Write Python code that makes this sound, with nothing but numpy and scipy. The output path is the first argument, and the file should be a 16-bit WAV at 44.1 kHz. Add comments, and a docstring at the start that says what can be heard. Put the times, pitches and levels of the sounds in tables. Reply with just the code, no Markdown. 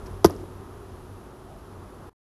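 """A farmyard, where a home-made wooden bow is shot a few metres from a small camera in the grass. The string
snaps taut with a thump that falls in pitch, and the impulse excites the damped modes of the stave. The arrow
rasps off the string and ticks against the wood; the walls reflect the shot. A soft creak comes before it; a
dull rebound from a wall and a later knock follow. Low wind, a distant drone, two faint swells and microphone
hiss lie underneath until the sound cuts off."""
import sys
import numpy as np
from scipy import signal
from scipy.fft import rfft, irfft
from scipy.io import wavfile
from scipy.ndimage import uniform_filter1d

SR = 44100
rng = np.random.default_rng(int(sys.argv[2]) if len(sys.argv) > 2 else 0)


def store_wav(level_fs):
    """Save 16-bit WAV to argv[1]."""
    pcm = np.round(np.clip(np.atleast_2d(level_fs), -1, 1) * 32767)
    wavfile.write(sys.argv[1], SR, pcm.T.astype(np.int16))


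N = 103635
TIME = np.arange(N) / SR
RELEASE_S = .24425

# Background levels (time [s], wind [dB], rumble [dB], drone [dB], hiss [dB])
BACKGROUND_LEVELS = [(0, -43, -41, -39.5, -58), (.11, -42, -42, -40.5, -57), (.22, -45, -46, -39.5, -58.5),
                     (.35, -44.5, -46.5, -42, -59), (.65, -45, -46.5, -49, -59.5),
                     (1.17, -45, -47.5, -45.5, -59.5), (1.35, -47.5, -49.5, -60, -61),
                     (1.52, -47, -47.5, -50, -60.5), (1.8, -46.5, -49, -52.5, -60.5),
                     (2.09, -46, -47.5, -50, -60.5)]
# Spectra of the continuous noises (frequency [Hz], relative density [dB])
HISS_SPECTRUM = [(1800, -6.5), (2500, 1.5), (3200, 2), (4300, -1.5), (5700, -2), (7200, -4.5), (8700, -8),
                 (9400, -3.5), (10000, 1), (11500, -3), (12600, -3)]
WIND_SPECTRUM = [(25, -26.5), (70, -12), (110, -7.5), (132, 1.5), (155, -7.5), (185, -3.5), (240, -4),
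                 (315, -6), (365, 0), (430, -4), (525, -10.5), (660, -10.5), (800, -10.5), (1050, -11.5),
                 (1240, -11.5), (1500, -18.5), (2000, -26), (2600, -36.5), (4000, -60), (8000, -100)]
RUMBLE_SPECTRUM = [(12, -30), (25, -9.5), (45, 0), (70, -5), (95, -1.5), (130, -13.5), (250, -40),
                   (1000, -100)]
# Partials of the drone (harmonic number [-], relative level [dB])
DRONE_PARTIALS = [(1, -2), (4, -12.5)]
# Faint low swells (peak time [s], half-width [s], centre frequency [Hz], level [dB])
DISTANT_SWELLS = [(0.408, .035, 349, -40.5), (1.518, 0.069, 666, -49)]
# Reflections from sheds and walls (delay [s], gain [dB])
WALL_ECHOES = [(0.0523, -28), (0.058, -32.5)]
# Spectra of the transient noises (frequency [Hz], relative density [dB])
REVERB_SPECTRUM = [(60, -12), (200, 0), (340, 4), (600, -7), (1200, -20.5), (2400, -30), (5500, -30.5),
                   (8500, -38), (11000, -32.5), (13000, -37.5)]
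CREAK_SPECTRUM = [(1500, -2.5), (3500, -16), (5500, -0.5), (6500, -13), (8500, -17), (13000, -13)]
KNOCK_SPECTRUM = [(150, -17.5), (350, 4), (650, 3), (1300, -4.5), (2300, -27), (8000, -38), (11000, -15),
                  (13000, -25)]
RASP_SPECTRUM = [(880, -20), (1500, -3), (2000, -5), (2450, -18.5), (3000, -10.5), (3400, -6.5),
                 (4150, -11), (4800, -7), (6200, -5), (6700, -17.5), (7600, -10), (8500, -26), (9800, -8.5),
                 (10650, -5), (11050, -19), (11400, -3), (12500, -11), (13500, -41)]
# Dull rebound from a wall, then a faint knock (time [s], level [dB], 60 dB decay time [s])
REBOUND_AND_KNOCK = [(.2968, -29.5, .04), (.439, -41, 0.025)]
# Impacts of the arrow on the bow (peak time [s], level [dB])
ARROW_TICKS = [(.2452, -13), (.2487, -33), (.2603, -16), (.2624, -34), (0.308, -34), (.3645, -42.5)]
# Normal modes of stave and string (frequency [Hz], level [dB], 60 dB decay time [s])
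BOW_MODES = [(86.3, -10, .066), (179, -5, .048), (332, -13.5, 0.12), (702.7, 0, .023), (819, -1.5, 0.017),
             (859.4, -21.5, 0.061), (1032, -17.5, .07), (1231, -15.5, 0.054), (1471, -18, .032),
             (1573, -27.5, 0.073), (2004, -25.5, .035), (3418, -21.5, 0.015), (4680, -27.5, .035),
             (10690, -29, 0.036)]


def undb(db):
    """Amplitude ratio of a level in decibels."""
    return 10 ** (np.asarray(db) / 20)


def unit(x):
    """Normalisation to an rms of 1."""
    return x / np.sqrt(np.mean(x ** 2))


def since(start):
    """Elapsed time in seconds, zero before the start."""
    return np.maximum(TIME - start, 0)


def fade(age, t60):
    """Exponential damping by 60 dB in t60 seconds."""
    return np.exp(-np.log(1000) * age / t60)


def noise(spectrum):
    """Spectral shaping of white noise, scaled to an rms of 1."""
    hz, db = np.array(spectrum, float).T
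    bins_hz = np.maximum(np.fft.rfftfreq(N, 1 / SR), 1)
    gain = undb(np.interp(np.log(bins_hz), np.log(hz), db))
    return unit(irfft(rfft(rng.standard_normal(N)) * gain, N))


def wander(rate):
    """Smooth random modulation of rms 1, from `rate` draws a second."""
    hold = int(SR / rate)
    steps = np.repeat(rng.standard_normal(N // hold + 1), hold)
    return unit(uniform_filter1d(uniform_filter1d(steps, hold), hold)[:N])


def drone(hz=94.73, pitch_spread=.035, flutter_db=2.5):
    """A distant harmonic tone wavers under random frequency and amplitude modulation."""
    cycles = np.cumsum(hz * (1 + pitch_spread * wander(12))) / SR
    return unit(sum(undb(db + flutter_db * wander(16)) * np.sin(2 * np.pi * harmonic * cycles)
                    for harmonic, db in DRONE_PARTIALS))


def wind(wind_gain, rumble_gain, gust_db=-.8):
    """Turbulence gives broadband noise, gusting slightly above a low rumble."""
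    rush = wind_gain * undb(gust_db * wander(7.2)) * noise(WIND_SPECTRUM)
    return rush + rumble_gain * noise(RUMBLE_SPECTRUM)


def background():
    """Drone, wind and microphone hiss add incoherently, their levels drifting slowly."""
    times, *levels = np.array(BACKGROUND_LEVELS).T
    wind_gain, rumble_gain, drone_gain, hiss_gain = (undb(np.interp(TIME, times, db)) for db in levels)
    return drone_gain * drone() + wind(wind_gain, rumble_gain) + hiss_gain * noise(HISS_SPECTRUM)


def swells(skirt_db=-49):
    """Far-off narrow-band noise rises and falls under Gaussian envelopes."""
    out = np.zeros(N)
    for peak_s, width_s, hz, db in DISTANT_SWELLS:
        band = [(hz / 2, skirt_db), (hz, 0), (hz * 2, skirt_db)]
        out += undb(db) * np.exp(-((TIME - peak_s) / width_s) ** 2) * noise(band)
    return out


def yard_reflections(shot, tail_db=-28.5, attack_s=.0045, t60=.5):
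    """Specular reflection returns delayed copies of the shot; scattering leaves a thin diffuse tail."""
    echoes = sum(undb(db) * np.interp(TIME - delay, TIME, shot, left=0) for delay, db in WALL_ECHOES)
    age = since(RELEASE_S)
    envelope = np.minimum(age / attack_s, 1) * fade(age, t60)
    return echoes + undb(tail_db) * envelope * noise(REVERB_SPECTRUM)


def creak(peak_s=.0668, width_s=.007, db=-48.5):
    """Under bending stress the drawn bow gives one soft burst of noise."""
    return undb(db) * np.exp(-((TIME - peak_s) / width_s) ** 2) * noise(CREAK_SPECTRUM)


def knocks(attack_s=.001):
    """Heavily damped bursts of mostly low noise are heard as dull knocks."""
    envelope = sum(undb(db) * np.minimum(since(start) / attack_s, 1) * fade(since(start), t60)
                   for start, db, t60 in REBOUND_AND_KNOCK)
    return envelope * noise(KNOCK_SPECTRUM)


def arrow_ticks(hz=5460, rise_s=.00018, grain=.12):
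    """Impacts of wood on wood excite one high resonance for about a millisecond each."""
    out = np.zeros(N)
    for peak_s, db in ARROW_TICKS:
        age = since(peak_s - 2 * rise_s)
        rise = age / rise_s
        envelope = (rise / 2) ** 2 * np.exp(2 - rise)
        ring = np.sin(2 * np.pi * hz * age) + grain * rng.standard_normal(N)
        out += undb(db) * envelope * ring
    return out


def arrow_rasp(db=-17.5, attack_s=.003, t60=.056, grain_db=1.5):
    """The arrow leaves the string with bright noise, roughened by fast amplitude modulation."""
    age = since(RELEASE_S)
    envelope = np.minimum(age / attack_s, 1) * fade(age, t60)
    grain = unit(undb(grain_db * wander(1100)))
    return undb(db) * envelope * grain * noise(RASP_SPECTRUM)


def stave_ring(lag_cycles=1.17, build_cycles=.57):
    """The jolt rings the bow's damped modes; by dispersion, high bending waves arrive first."""
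    out = np.zeros(N)
    for hz, db, t60 in BOW_MODES:
        age = since(RELEASE_S + lag_cycles / hz)
        envelope = np.minimum(age * hz / build_cycles, 1) * fade(age, t60)
        out += undb(db) * envelope * np.sin(2 * np.pi * hz * age)
    return out


def string_thump(start_hz=620, end_hz=361, settle_s=.0022, db=-2.5):
    """The string snaps taut: a short, hard transient whose frequency relaxes exponentially downward."""
    attack_s, hold_until_s, decay_s = .0039, .0097, .001
    age = since(RELEASE_S)
    cycles = end_hz * age + (start_hz - end_hz) * settle_s * (1 - np.exp(-age / settle_s))
    envelope = np.minimum(age / attack_s, 1) * np.exp(-np.maximum(age - hold_until_s, 0) / decay_s)
    return undb(db) * envelope * np.sin(2 * np.pi * cycles)


def scene():
    """All sources superpose in one channel; only string and stave echo from the walls."""
    bow = string_thump() + stave_ring()
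    shot = bow + arrow_rasp() + arrow_ticks() + yard_reflections(bow)
    return (shot + creak() + knocks() + background() + swells())[None]


def record(dry, clip_level=.95, top_hz=12700, cut_s=2.095):
    """The sound is clipped and band-limited, then cuts off abruptly."""
    gate = np.where(TIME < cut_s, 1, undb(-21) * (TIME < cut_s + .036))
    lowpass = signal.ellip(10, .2, 70, top_hz, fs=SR, output="sos")
    return signal.sosfilt(lowpass, np.clip(dry, -clip_level, clip_level) * gate)


dry = scene()
out = record(dry)
store_wav(out)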